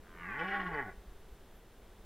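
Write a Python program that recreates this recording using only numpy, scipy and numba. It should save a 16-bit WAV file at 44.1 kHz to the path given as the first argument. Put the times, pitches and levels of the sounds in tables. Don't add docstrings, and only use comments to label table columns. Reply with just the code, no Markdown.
import sys
import numpy as np
from scipy import signal
from scipy.fft import rfft, irfft
from scipy.io import wavfile
from scipy.ndimage import uniform_filter1d
from numba import njit

SR = 44100
rng = np.random.default_rng(int(sys.argv[2]) if len(sys.argv) > 2 else 0)


def unload_audio(sound):
    columns = np.transpose(np.atleast_2d(sound))
    steps = np.round(np.clip(columns, -1, 1) * 32767)
    wavfile.write(sys.argv[1], SR, steps.astype(np.int16))


N = 90404

# (frequency [Hz], relative density [dB])
AIR_SPECTRUM = [(50, -35), (90, -1), (150, -7.5), (205, -1), (255, -7), (420, -2), (560, -8.5),
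                (800, -10.5), (1100, -13.5), (1600, -15), (2500, -21), (3500, -20), (4500, -26),
                (7000, -29.5), (12000, -30), (15500, -31.5)]
RUMBLE_SPECTRUM = [(10, 4), (25, 0.5), (48, -2.5), (70, -9.5), (110, -24.5), (250, -50)]
HISS_SPECTRUM = [(1500, -15), (3500, -5.5), (6000, 3.5), (15000, 4.5)]
# (time [s], level [dB])
RUMBLE_DB = [(0, -52), (.22, -57.5), (.34, -52.5), (.48, -56.5), (.7, -50.5), (1.0, -56), (1.3, -51.5),
             (1.6, -56), (1.77, -59.5), (1.86, -55.5), (2.04, -49)]
BUFFETS_DB = [(.61, -48), (.68, -52), (.985, -45.5), (1.085, -42.5), (1.118, -47), (1.325, -45.5),
              (1.555, -52), (1.83, -50.5)]
CHIRPS_DB = [(.16, -79), (.82, -79), (1.17, -83), (1.33, -81), (1.57, -75), (1.79, -82)]

# (time [s], pitch [Hz])
PITCH_HZ = [(.05, 88.13), (.18, 84.64), (.265, 87.58), (.32, 111), (.36, 136), (.4, 162), (.44, 179.7),
            (.48, 192.7), (.55, 198.6), (.6, 193.2), (.686, 175.3), (.74, 153.8), (.795, 140.3),
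            (.825, 122), (.874, 98.24), (.92, 81.6)]
# (time [s], roughness [0-1])
ROUGHNESS = [(.05, 0.13), (.2, 0.16), (.27, 0.31), (.33, 0.29), (.42, 0.51), (.5, 0.56), (.62, 0.91),
             (.7, 0.63), (.75, 0.42), (.8, .18), (.85, 0.62), (.92, 0.62)]
# (time [s], height [1 = at rest, 0 = pulled down])
LARYNX_HEIGHT = [(.07, 1), (.2, 0.67), (.26, 0.39), (.31, 0.19), (.39, 0.065), (.47, 0.011), (.66, -0.047),
                 (.77, 0.049), (.9, 0.064)]
# (time [s], first [Hz], second [Hz])
JAW_HZ = [(.12, 420, 1032), (.22, 386, 925), (.29, 380, 790), (.35, 416, 865), (.39, 465, 825),
          (.425, 495, 844), (.465, 384, 785), (.56, 442.8, 795), (.66, 368, 803), (.745, 454, 834),
          (.8, 428, 858), (.89, 380.3, 722)]
# (centre [Hz], width [Hz], relative gain [dB])
NOSE_NECK_MODES = [(335, 60, -11), (590, 55, -17), (700, 45, -14)]
# (at rest [Hz], stretched [Hz], width [Hz], relative gain at rest [dB], relative gain stretched [dB])
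MIDDLE_MODES = [(1270, 1115, 25.7, -6, 0.5), (1560, 1345, 20, 0.5, -15), (1925, 1465, 40, -7.5, -0.5),
                (2285, 1640, 65, -13, -3), (2364, 1835, 50, -9.5, -2), (2504, 1955, 21, -9, -2.5)]
TREBLE_MODES = [(3240, 2270, 45, 21, 0.55), (3340, 2540, 19, -23, -2.7)]
HIGH_MODES = [(4470, 2920, 82, 14, 1.5), (4320, 3200, 74, -26, -4), (4570, 3540, 38, -21, -8),
              (6050, 4270, 450, -26, -17), (6500, 5130, 840, 10, -8.5)]
# (centre [Hz], width [Hz])
LATE_BANDS_HZ = [(1350, 240), (1850, 330)]
# (time [s], level [dB])
FUNDAMENTAL_DB = [(.2, -71), (.29, -58.5), (.37, -58.5), (.45, -44), (.53, -52.5), (.6, -47), (.68, -43.5),
                  (.725, -50.5), (.78, -58), (.87, -54.5), (.93, -67)]
LOW_DB = [(.03, -69), (.2, -59.5), (.3, -54.5), (.38, -47.5), (.425, -39), (.475, -47.5), (.545, -38.5),
          (.6, -43.5), (.65, -50), (.71, -44), (.74, -43), (.795, -38.5), (.845, -51), (.89, -49),
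          (.925, -69)]
MIDDLE_DB = [(.03, -73), (.07, -63), (.14, -60.5), (.19, -53.5), (.21, -50), (.245, -45.5), (.32, -41.5),
             (.385, -41), (.395, -37.5), (.43, -37.5), (.48, -42), (.53, -36), (.575, -35.5), (.592, -42),
             (.605, -35.5), (.648, -45.5), (.668, -36.5), (.705, -48), (.745, -37.5), (.77, -43),
             (.795, -34.5), (.845, -49), (.895, -49), (.925, -58)]
TREBLE_DB = [(.03, -82), (.15, -75), (.215, -63.5), (.27, -63), (.32, -53), (.384, -61), (.396, -47.5),
             (.455, -54), (.5, -48.5), (.57, -53), (.68, -61), (.71, -64), (.79, -58), (.84, -75),
             (.92, -70)]
HIGH_DB = [(.3, -72), (.385, -64), (.398, -46.5), (.415, -58), (.44, -54), (.462, -59), (.48, -52.5),
           (.56, -53), (.592, -60), (.605, -50), (.65, -66), (.67, -54.5), (.7, -66), (.79, -61.5),
           (.84, -73)]

TIME_S = np.arange(N) / SR


def undb(db):
    return 10 ** (np.asarray(db) / 20)


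def curve(rows):
    return np.interp(TIME_S, *np.array(rows).T)


def fade(rows):
    return undb(curve([(rows[0][0] - .03, -120)] + list(rows) + [(rows[-1][0] + .06, -120)]))


def unit(x):
    return x / np.sqrt(np.mean(x ** 2))


def steady(x, window_samples=1100):
    power = uniform_filter1d(uniform_filter1d(x ** 2, window_samples), window_samples)
    return x / np.sqrt(np.abs(power) + 1e-14)


def band(x, lo_hz, hi_hz, order=3):
    return signal.sosfilt(signal.butter(order, [lo_hz, hi_hz], "bandpass", fs=SR, output="sos"), x)


def noise(spectrum):
    hz, db = np.array(spectrum).T
    bin_hz = np.arange(N // 2 + 1) * SR / N
    gain = undb(np.interp(np.log(bin_hz + 1), np.log(hz), db))
    return unit(irfft(rfft(rng.standard_normal(N)) * gain, N))


def drift(rate_hz):
    hold = int(SR / rate_hz)
    steps = rng.standard_normal(N)[np.arange(N) // hold]
    return 0.8 * uniform_filter1d(uniform_filter1d(steps, hold), hold)


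def swell(at_s, half_width_s):
    return np.exp(-((TIME_S - at_s) / half_width_s) ** 2)


@njit
def resonate(x, hz, width_hz):
    y, band_state, low_state = np.empty(len(x)), 0., 0.
    for i in range(len(x)):
        g, damping = np.tan(np.pi * hz[i] / SR), width_hz[i] / hz[i]
        v = (band_state + g * (x[i] - low_state) + 1e-18) / (1 + g * (g + damping))
        band_state, low_state = 2 * v - band_state, low_state + 2 * g * v
        y[i] = damping * v
    return y


def distant_air(level_db=-60):
    return noise(AIR_SPECTRUM) * undb(level_db + .5 * drift(5.15))


def wind(gust_db=.5, buffet_hz=48, buffet_s=.016):
    rumble = band(noise(RUMBLE_SPECTRUM), 8, 400, order=2)
    rumble *= undb(curve(RUMBLE_DB) + gust_db * drift(14.4))
    phases = rng.uniform(0, 2 * np.pi, len(BUFFETS_DB))
    buffets = sum(undb(db) * swell(at_s, buffet_s) * np.sin(2 * np.pi * buffet_hz * TIME_S + phase)
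                  for (at_s, db), phase in zip(BUFFETS_DB, phases))
    return rumble + buffets


def insects(centre_hz=12100, width_hz=1300, chirp_s=.025):
    shrill = unit(band(rng.standard_normal(N), centre_hz - width_hz / 2, centre_hz + width_hz / 2, order=2))
    return shrill * sum(undb(db) * swell(at_s, chirp_s) for at_s, db in CHIRPS_DB)


def far_bird(at_s=.745, peep_s=.006, centre_hz=4580, fall_hz_per_s=33000, level_db=-62):
    age_s = TIME_S - at_s
    tone = np.sin(2 * np.pi * age_s * (centre_hz - fall_hz_per_s * age_s / 2))
    return undb(level_db) * tone * swell(at_s, peep_s)


def microphone_hiss(level_db=-74):
    return np.array([[1], [-1]]) * noise(HISS_SPECTRUM) * undb(level_db)


def forest_echo(x, gain_db=-17, t60_s=.48, delay_s=.0067):
    tail = rng.standard_normal(N) * undb(-60 * TIME_S / t60_s) * (TIME_S > delay_s)
    return undb(gain_db) * signal.fftconvolve(x, tail / np.linalg.norm(tail))[:N]


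def vocal_folds(cycles, roughness, jitter_s=.00019, shimmer_db=4, rasp_decay_cycles=.81):
    rasp = unit(rng.standard_normal(N) * np.exp(-(cycles % 1) / rasp_decay_cycles))
    starts = np.searchsorted(cycles, np.arange(1, int(cycles[-1])))
    timing, size = rng.standard_normal((len(starts), 2)).T * roughness[starts]
    onsets = np.clip(starts + (timing * jitter_s * SR).astype(int), 0, N - 1)
    pulses = np.zeros(N)
    pulses[onsets] = undb(shimmer_db * size)
    return unit(pulses), roughness * rasp


def smear(x):
    for hz, width_hz in LATE_BANDS_HZ:
        x = x - 2 * resonate(x, hz * np.ones(N), width_hz * np.ones(N))
    return x


def throat(source, modes, rest_damping_hz=170):
    height = curve(LARYNX_HEIGHT)
    damping_hz = rest_damping_hz * height ** 2
    ringing = np.zeros(N)
    for rest_hz, stretched_hz, width_hz, rest_db, stretched_db in modes:
        hz = stretched_hz + (rest_hz - stretched_hz) * height
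        db = stretched_db + (rest_db - stretched_db) * height
        ringing += undb(db) * resonate(source, hz, width_hz + damping_hz)
    return ringing


def mouth(source, first_width_hz=31.6, second_width_hz=38.7, first_db=-6):
    jaw = np.array(JAW_HZ)
    first_hz, second_hz = curve(jaw[:, [0, 1]]), curve(jaw[:, [0, 2]])
    modes = [(first_hz, first_width_hz, first_db), (second_hz, second_width_hz, 0), *NOSE_NECK_MODES]
    return sum(undb(db) * resonate(source, hz * np.ones(N), width_hz * np.ones(N))
               for hz, width_hz, db in modes)


def chest_boom(cycles, pitch_hz, roughness, chest_hz=195, width_hz=24, max_db=-48.5):
    full_effort_db, full_roughness = -45, .18
    resonance = undb(max_db) / np.hypot(1, 2 * (2 * pitch_hz - chest_hz) / width_hz)
    effort = np.minimum(fade(MIDDLE_DB) / undb(full_effort_db), 1)
    effort *= np.minimum(roughness / full_roughness, 1)
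    return np.sqrt(2) * np.sin(4 * np.pi * cycles) * resonance * effort


def stag(waver_share=.02, waver_db=1, waver_hz=70.06, throat_rasp_db=6.5, mouth_rasp_db=1):
    roughness = curve(ROUGHNESS)
    pitch_hz = curve(PITCH_HZ) * (1 + waver_share * roughness * drift(waver_hz))
    cycles = np.cumsum(pitch_hz) / SR
    pulses, rasp = vocal_folds(cycles, roughness)
    throat_drive = smear(pulses + undb(throat_rasp_db) * rasp)
    mouth_drive = pulses + undb(mouth_rasp_db) * rasp
    voice = steady(band(mouth(mouth_drive), 260, 890)) * fade(LOW_DB)
    voice += steady(band(throat(throat_drive, MIDDLE_MODES), 1061, 2110, order=4)) * fade(MIDDLE_DB)
    voice += steady(band(throat(throat_drive, TREBLE_MODES), 2160, 3150)) * fade(TREBLE_DB)
    voice += steady(band(throat(throat_drive, HIGH_MODES), 2740, 3780, order=2)) * fade(HIGH_DB)
    flutter = undb(waver_db * roughness * drift(waver_hz))
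    fundamental = np.sqrt(2) * np.sin(2 * np.pi * cycles) * fade(FUNDAMENTAL_DB) * flutter
    return voice + fundamental + chest_boom(cycles, pitch_hz, roughness)


def scene():
    meadow = distant_air() + wind() + insects() + far_bird() + microphone_hiss()
    roar = stag()
    return meadow + roar + forest_echo(roar)


def record(dry):
    cutoff_hz = 15750
    return signal.sosfilt(signal.ellip(10, .2, 70, cutoff_hz, fs=SR, output="sos"), dry)


dry = scene()
out = record(dry)
unload_audio(out)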